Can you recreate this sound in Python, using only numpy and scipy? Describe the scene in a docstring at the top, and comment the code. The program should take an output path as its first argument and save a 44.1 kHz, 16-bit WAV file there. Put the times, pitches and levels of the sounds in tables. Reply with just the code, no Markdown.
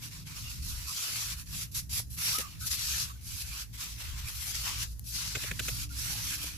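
"""Hands rub through wet sand with a dense, fluttering rasp, stroke after stroke, close by and outdoors.
The rasp is noise made of uneven grains; short gliding bands of noise give the low hollow tones
of the cupped hand and some high resonances in the rasp.
Short noise bursts are fingers tearing packed sand, damped waves are fingertip taps, tiny snaps are grit.
Below lie a lumpy low rumble and a hiss, both noise, and the faint hum of a far engine, made of
wavering tones, which grows towards the end and then eases off."""
import sys
import numpy as np
from scipy import signal
from scipy.fft import rfft, irfft, next_fast_len
from scipy.io import wavfile
from scipy.ndimage import uniform_filter1d, map_coordinates

SR = 44100
rng = np.random.default_rng(int(sys.argv[2]) if len(sys.argv) > 2 else 0)


def unload_audio(sound):
    """Save the sound as a 16-bit wav file, at the path given as the first command line argument."""
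    columns = np.transpose(np.atleast_2d(sound))
    # keep every value between -1 and 1, then stretch to whole-number steps
    steps = np.round(np.clip(columns, -1, 1) * 32767)
    wavfile.write(sys.argv[1], SR, steps.astype(np.int16))


N = 289737  # length of the scene [samples]

# Pushes of the hands through the sand: (start [s], rise [s], hold [s], first level [dB],
# level at the end of the hold [dB], level of the treble [dB],
# level of the duller digging sound against the rasp [dB], left over right [dB])
PUSHES = [(0.0, 0.04, 0.044, -41.5, -48, -2.5, -4, -0.5), (0.092, 0.033, .1, -45.5, -51, -6, -5, -1),
          (0.255, 0.017, 0.054, -46, -45.5, -4, -4, -1), (0.329, 0.039, 0.14, -41, -49, -4, -5, -1.5),
          (0.472, 0.033, 0.1, -42, -50.5, -3, -7, -0.5), (0.612, 0.015, 0.074, -43.5, -36.5, -2, -11.5, -2),
          (0.692, 0.017, 0.22, -43, -45, -2, -4.5, -2), (0.866, 0.018, 0.063, -37.5, -41, -2, -14, -3),
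          (0.883, 0.099, 0.35, -35.5, -36.5, -3.5, -6, -0.5), (1.344, 0.05, 0.027, -44.5, -49, 1, -4.5, -2),
          (1.459, 0.082, 0.091, -40.5, -37.5, -1.5, -7, -1.5),
          (1.712, .006, 0.025, -49.5, -49.5, 2.5, -14.5, -2.5),
          (1.742, 0.008, 0.043, -34.5, -35, 0, -11.5, -2), (1.894, 0.045, 0.055, -33, -32, -1, -11, -1.5),
          (2.099, 0.008, 0.043, -49.5, -48, 6, -11.5, -1), (2.166, 0.02, 0.08, -39, -32.5, 1.5, -5.5, -1),
          (2.27, 0.012, 0.079, -30.5, -32, -2.5, -7, -1.5), (2.38, 0.0041, 0.029, -36, -36.5, 0, -2, -1.5),
          (2.405, 0.018, 0.19, -46, -59, -4, -2, -2), (2.594, 0.018, 0.027, -42.5, -39.5, 1.5, -11, 1.5),
          (2.647, 0.022, 0.0071, -34, -32.5, 1, -12.5, 1.5),
          (2.694, 0.018, 0.04, -29.5, -31.5, -2.5, -11, 2), (2.753, 0.036, 0.24, -33, -31, -5.5, -9.5, 1),
          (3.031, 0.018, 0.17, -40.5, -67.5, -1.5, -2.5, -2), (3.211, 0.062, 0.15, -44.5, -40, 0, -7.5, -1),
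          (3.412, 0.03, .18, -45.5, -39.5, -2.5, -4.5, -1.5),
          (3.727, 0.017, 0.018, -47, -47.5, -1, -5, -1.5), (3.775, 0.036, 0.24, -35.5, -57, -3.5, -5, -0.5),
          (3.959, 0.051, 0.17, -41.5, -52, -6, -0.5, -1), (4.134, 0.049, 0.085, -43, -50.5, -7, -2, 0.5),
          (4.245, 0.041, 0.048, -38, -48.5, -1, -5.5, -0.5), (4.309, 0.045, 0.16, -42.5, -36, 0, -5.5, 2),
          (4.521, 0.033, 0.091, -34, -38.5, -5, -6, 0.5), (4.628, 0.03, 0.11, -33, -39, -6, -3, 0.5),
          (4.737, 0.023, 0.072, -42, -33.5, -4.5, -3.5, 1.5),
          (4.865, 0.015, 0.046, -54, -52.5, -0.5, -12, 0), (5.04, 0.032, 0.11, -43.5, -39.5, 1.5, -15, 1),
          (5.122, 0.029, 0.3, -34, -42.5, -6, -7.5, 1.5), (5.368, 0.058, 0.17, -38, -49, -3.5, -2.5, -2.5),
          (5.557, 0.095, 0.19, -37.5, -39.5, -2, -8, -0.5),
          (5.892, 0.084, 0.16, -38.5, -35, -1.5, -7, -2.5), (6.145, 0.0089, 0.2, -39, -35.5, -2, -5, -1.5),
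          (6.332, 0.1, 0.15, -37, -50.5, -2, -3.5, -1.5)]
# Tone colour of the grains sliding at the surface: (frequency [Hz], level per Hz [dB])
SURFACE_COLOUR = [(1900, -49), (2550, -8.5), (3050, -14), (4000, -3.5), (4570, -1.5), (5000, -2), (5750, 0),
                  (6800, -5), (7600, -4), (8600, -13), (10800, -7), (12200, -8.5), (14500, -18),
                  (15700, -32)]
# Tone colour of the wet packed sand under the fingers: (frequency [Hz], level per Hz [dB])
DIGGING_COLOUR = [(250, -18.5), (450, -16.5), (700, -16), (1000, -6), (1350, -2.5), (1900, -3), (2500, 1),
                  (3300, 0), (5000, -11)]
# Short gliding bands of noise, low hollow tones of the cupped hand and high resonances in the rasp:
# (start [s], length [s], first pitch [Hz], middle pitch [Hz], last pitch [Hz],
# width of the noise band [Hz], level [dB])
GLIDING_BANDS = [(0.43, 0.11, 2790, 2790, 2730, 151, -50), (0.862, 0.091, 1200, 1170, 1140, 456, -49),
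                 (2.231, 0.18, 4460, 4580, 4600, 246, -40), (2.21, 0.21, 5400, 5480, 5830, 605, -36.5),
                 (2.32, 0.1185, 1043, 1293, 1340, 139, -41.5), (2.4, 0.11, 1256, 1193, 1180, 200, -47),
                 (2.599, 0.092, 1384, 1436, 1430, 354, -50.5), (3.092, 0.037, 1100, 1170, 1310, 250, -49),
                 (3.144, 0.037, 1440, 1490, 1520, 60, -60), (4.252, 0.057, 2350, 2400, 2520, 500, -45),
                 (5.894, 0.071, 1440, 1430, 1420, 90, -54)]
# Fingers tearing through packed sand: (start [s], peak level [dB], thud level [dB], left over right [dB],
# length [s], brightness [dB per octave], pitch of the resonances [times the usual])
SCRATCHES = [(2.382, -44, -43, 1, 0.028, 1, 1), (5.35, -20.5, -43.5, -3, 0.028, 0.5, 1.01),
             (5.436, -26, -45.5, 0, 0.017, 1.5, 1.2), (5.511, -20, -41.5, -2.5, 0.015, 0.5, 1.02),
             (5.592, -18.5, -47.5, -3, 0.023, 3, 1.03), (5.681, -19, -45, -3, 0.024, 4, 0.96)]
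# Tone colour of a tear: (frequency [Hz], level per Hz [dB])
TEAR_COLOUR = [(800, -30), (1200, -13), (1520, 1.5), (1850, -6.5), (2530, -0.5), (2900, -8.5), (3450, -3.5),
               (4090, -16), (7190, -11), (9180, -24)]
# Tone colour of the thud under a tear: (frequency [Hz], level per Hz [dB])
THUD_COLOUR = [(170, 2), (300, -1.5), (550, 4.5), (800, -12.5), (1400, -21.5)]
# Fingertips tapping packed sand: (start [s], peak level [dB], pitch [Hz])
TAPS_ON_SAND = [(2.001, -36.5, 903), (5.371, -36, 600), (6.443, -41, 452)]
# Single pieces of grit: (start [s], level [dB], left over right [dB], pitch of the ring [Hz])
GRIT_SNAPS = [(2.3865, -19, 1, 6000), (4.995, -36, 13, 11500)]
# Far engine: (time [s], firing rate [Hz], level [dB], level of the fifth harmonic against the rest [dB])
ENGINE_HUM = [(0, 55.8, -62, -30), (4.9, 56.22, -51, -26), (5.55, 58.3, -48, -29), (5.7, 57.97, -43.5, -17),
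              (6.05, 58.67, -47, -20), (6.21, 58.6, -44.5, -27), (6.27, 59, -47.5, -13),
              (6.46, 59.24, -52.5, -8), (6.5, 59.3, -56, -21), (6.57, 59.5, -54.5, -3)]
# Low rumble: (time [s], lower band level [dB], upper band level [dB], pitch of the drone [Hz])
RUMBLE = [(0.0, -53, -46, 54.8), (0.8, -44.5, -49, 57.8), (1.06, -58, -54.5, 55.9), (1.3, -48, -49.5, 48.4),
          (2.2, -46.5, -46, 69), (2.54, -50, -48.5, 60.1), (2.94, -42.5, -49.5, 68),
          (3.24, -47, -51.5, 68.18), (3.89, -46.5, -50.5, 54.1), (4.69, -42.5, -50, 54.15),
          (5.14, -51.5, -47.5, 60.46), (5.59, -44, -45, 67.8), (6.57, -43.5, -50, 65.5)]
# Tone colour of the lower rumble band: (frequency [Hz], level per Hz [dB])
LOWER_COLOUR = [(20, -5), (54, 8.5), (70, 14), (91, 0), (110, 5), (140, -53)]
# Tone colour of the upper rumble band: (frequency [Hz], level per Hz [dB])
UPPER_COLOUR = [(50, -21), (85, -4.5), (118, 3), (135, -6), (157, -1.5), (188, -12.5), (269, -16.5),
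                (386, -33), (580, -45), (990, -120)]
# Tone colour of the steady hiss: (frequency [Hz], level per Hz [dB])
HISS_COLOUR = [(180, -40), (300, -0.5), (1060, -9.5), (2000, -5.5), (3030, -85), (6200, -1), (8220, -10),
               (11500, -0.5), (16000, -10)]
# How alike left and right are in most sounds: (frequency [Hz], likeness [0 to 1])
USUAL_LIKENESS = [(60, 0.86), (240, 0.2), (950, 0)]
# The same for the digging sounds and thuds: (frequency [Hz], likeness [0 to 1])
DIGGING_LIKENESS = [(300, 0.97), (1000, 0.041)]
# The same for the tears: (frequency [Hz], likeness [0 to 1])
TEAR_LIKENESS = [(1400, 0.95), (3100, .27), (7000, .05)]
# The two microphone ports hear unequally: (frequency [Hz], left over right [dB])
PORT_BALANCE = [(60, -0.5), (380, -1), (950, -4.5), (2380, 2.5), (5980, 0.5)]

TOUCH_DB = 13  # a push starts this far under its first level
LIFT_DB_PER_S = 466  # how fast a push dies as the hand lifts
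REST_DB = -63.5  # sand trickling all the time
CREST_DB = 10.5  # a tear's peaks stand this far above its mean level
DRONE_DB, DRONE_WIDTH_HZ = -1.5, 9  # level against the lower rumble band, before both are levelled together
HISS_DB = -62.5
TOP_HZ = 15500  # nothing is kept from here up


def amp(db):
    """Turns decibels into gain."""
    return 10 ** (np.asarray(db) / 20)


def unit(x):
    """Scales a sound to a mean level (rms) of 1."""
    return x / np.sqrt(np.mean(x ** 2) + 1e-20)


def along(points, hz):
    """Reads a curve of (frequency, value) points, spaced by pitch as the ear hears it."""
    f, v = np.transpose(points)
    return np.interp(np.log(hz + 1), np.log(f + 1), v)


def curves(rows):
    """Draws each column after the time as a line with one value per sample."""
    s, *columns = np.transpose(rows)
    return [np.interp(np.arange(N) / SR, s, column) for column in columns]


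def wobble(rate, count=N):
    """A smooth random curve through so many random points a second."""
    points = rng.standard_normal(int(count * rate / SR) + 4)
    return map_coordinates(points, [np.arange(count) * rate / SR])


def filtered(x, response):
    """Colours a sound with a gain for each frequency."""
    count = x.shape[-1]
    padded = next_fast_len(count + 8192)
    spectrum = rfft(x, padded) * response(np.fft.rfftfreq(padded, 1 / SR))
    return irfft(spectrum, padded)[..., :count]


def sides(pan_db):
    """Left and right gains."""
    return amp(np.array([pan_db / 2, -pan_db / 2]))


def swell(s, length, skew=1, count=N):
    """A smooth rise and fall of height 1 from time s; a skew below 1 puts the top earlier."""
    u = np.clip((np.arange(count) / SR - s) / length, 0, 1)
    return np.sin(np.pi * u ** skew) ** 2


def rush(spectrum, patchy_db, grain_db=0, alike=USUAL_LIKENESS):
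    """Stereo noise of rms 1, louder and softer in patches; grain_db spreads the sizes of its grains."""
    sizes = amp(grain_db * np.minimum(rng.exponential(size=N), 5.5))
    grains = rng.standard_normal((2, N)) * sizes
    z = signal.stft(grains, nperseg=512)[2]
    # random patches, smoothed over frequency and then over time
    field = uniform_filter1d(rng.standard_normal(z.shape[1:]), size=4, axis=0)
    field = uniform_filter1d(field, size=10, axis=1)
    pair = signal.istft(z * amp(patchy_db * unit(field)), nperseg=512)[1][:, :N]

    def mid_and_side_gain(hz):
        turn = np.arccos(np.clip(along(alike, hz), -1, 1)) / 2
        return amp(along(spectrum, hz)) * [np.cos(turn), np.sin(turn)]

    mid, side = filtered(pair, mid_and_side_gain)
    return unit(np.array([mid + side, mid - side]))


def narrow(hz, width_hz, shared):
    """Narrow stereo noise around a gliding pitch; shared is the gain of the part both sides hear alike."""
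    turn, count = 2 * np.pi * np.cumsum(hz) / SR, len(hz)
    both, *own = [wobble(width_hz, count) * np.cos(turn) + wobble(width_hz, count) * np.sin(turn)
                  for part in range(3)]
    return unit(np.array(own) + shared * both)


def strokes():
    """Grains slide under the skin; the grip stutters, so the whole rasp flutters."""
    rasp_db, bright_db, depth_db, pan_db = pushes()
    stutter_db = .7 * wobble(40) + .6 * wobble(170)
    fine = rush(SURFACE_COLOUR, patchy_db=2.0, grain_db=1.8)
    treble = filtered(fine, lambda hz: 1 / (1 + (8800 / (hz + 1)) ** 12))  # above about 8800 Hz
    fine = unit(fine - treble) + amp(bright_db) * unit(treble)
    digging = rush(DIGGING_COLOUR, patchy_db=2.5, grain_db=2.0, alike=DIGGING_LIKENESS)
    digging = amp(depth_db + 0.56 * wobble(60)) * digging
    return amp(rasp_db + stutter_db) * sides(pan_db) * (unit(fine) + digging)


def pushes():
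    """Each push lands abruptly, rises, holds and lifts; where pushes overlap, powers add and colours mix."""
    step = 1 / 1000  # [s]
    t = np.arange(0, N / SR + .01, step)
    s, rise, hold, first_db, last_db, *colours = np.transpose(PUSHES)[:, :, None]
    rise, hold = np.maximum(rise, step), np.maximum(hold, step)
    touch = TOUCH_DB * np.clip(1 - (t - s) / rise, 0, 1)
    drift = (last_db - first_db) * np.clip((t - s - rise) / hold, 0, 1)
    lift = LIFT_DB_PER_S * np.maximum(t - s - rise - hold, 0)
    power = amp(2 * (first_db - touch + drift - lift)) * (t >= s)  # doubled dB turn gain into power
    total = power.sum(axis=0) + 1e-300
    total_db = 10 * np.log10(total + amp(2 * REST_DB))
    mixed = [(power * colour).sum(axis=0) / total for colour in colours]
    return curves(np.transpose([t, total_db, *mixed]))


def gliding_bands():
    """Narrow, sputtering noise that glides: low hollow tones of the cupped hand, high resonances in the rasp."""
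    out, count = np.zeros((2, N)), SR // 4
    for s, length, *glide_hz, width_hz, db in GLIDING_BANDS:
        hz = np.interp(np.arange(count) / SR, length * np.array([0, .4, 1]), glide_hz)
        shape = swell(0, length, skew=0.74, count=count)
        sputter_db = 0.72 * wobble(51, count)
        tone = amp(db + sputter_db) * shape * narrow(hz, width_hz, shared=0.37)
        out[:, int(s * SR):][:, :count] += tone
    return out


def scratches():
    """Short coarse tearing bursts of big grains, each with a dull thud in the sand."""
    coarse = rush(TEAR_COLOUR, patchy_db=1.5, grain_db=3.5, alike=TEAR_LIKENESS)
    thud = rush(THUD_COLOUR, patchy_db=1.5, alike=DIGGING_LIKENESS)
    out, count = np.zeros((2, N)), SR // 10
    for s, db, thud_db, pan_db, length, tilt_db, pitch in SCRATCHES:
        here = slice(round(s * SR), round(s * SR) + count)

        def tear_gain(hz):
            # brighten, and move the resonances up or down in pitch
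            moved_db = along(TEAR_COLOUR, hz / pitch) - along(TEAR_COLOUR, hz)
            return amp(tilt_db * np.log2(hz + 500) + moved_db)

        tear = filtered(coarse[:, here], tear_gain)
        layers = (tear, db - CREST_DB, length), (thud[:, here], thud_db, 1.73 * length)
        for noise, level_db, span in layers:
            shape = swell(0, span, skew=0.43, count=count)
            burst = unit(shape * noise) * np.sqrt(np.mean(shape ** 2))
            out[:, here] += sides(pan_db)[:, None] * amp(level_db) * burst
    return out


def taps():
    """A fingertip gives one dull push and rebound: a wave damped too fast to ring."""
    out = np.zeros(N)
    for s, db, hz in TAPS_ON_SAND:
        cycles = np.arange(256) / SR * hz
        out[round(s * SR):][:256] -= 2 * amp(db) * np.sin(2 * np.pi * cycles) * np.exp(-2.5 * cycles)
    return out


def grit():
    """A stone chip snaps: bright noise and a short ring, both dying by 60 dB in 5 ms."""
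    out, t = np.zeros((2, N + 512)), np.arange(512) / SR
    for s, db, pan_db, hz in GRIT_SNAPS:
        noise = rng.standard_normal((2, len(t) + 1))
        crack = noise[:, 1:] - .6 * noise[:, :-1]  # weakens the bass
        ring = .7 * np.sin(2 * np.pi * hz * t)
        snap = (ring + crack) * amp(-60 * t / .005)
        out[:, round(s * SR):][:, :len(t)] += sides(pan_db)[:, None] * amp(db) * snap
    return out[:, :N]


def engine():
    """An unsteady firing tone with its second harmonic and a clean fifth harmonic that comes and goes."""
    hz, level_db, fifth_db = curves(ENGINE_HUM)
    firing = narrow(hz, width_hz=8.9, shared=1.3)
    second = amp(-4.0) * narrow(2 * hz, width_hz=9, shared=1.3)
    fifth = np.sqrt(2) * np.sin(5 * 2 * np.pi * np.cumsum(hz) / SR)
    return amp(level_db) * (firing + second + amp(fifth_db + 2.2 * wobble(14)) * fifth)


def background():
    """Lumpy low rumble in two bands of noise with a wavering drone, and a steady hiss."""
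    lower_db, upper_db, drone_hz = curves(RUMBLE)
    lower = amp(2.76 * wobble(4.1)) * rush(LOWER_COLOUR, patchy_db=-1.8)
    drone = amp(DRONE_DB) * narrow(drone_hz, DRONE_WIDTH_HZ, shared=1.56)
    upper = amp(upper_db + 1.1 * wobble(6)) * rush(UPPER_COLOUR, patchy_db=1.84)
    hiss = amp(HISS_DB) * rush(HISS_COLOUR, patchy_db=-0.5)
    return amp(lower_db) * unit(lower + drone) + upper + hiss


def scene():
    """All sources added up at the two microphone ports."""
    hands = strokes() + gliding_bands() + scratches() + taps() + grit()
    return hands + engine() + background()


def record(dry):
    """Each port has its own tone colour, and nothing from the top limit up is kept."""
    return filtered(dry, lambda hz: sides(along(PORT_BALANCE, hz)) * (hz < TOP_HZ))


dry = scene()
out = record(dry)
unload_audio(out)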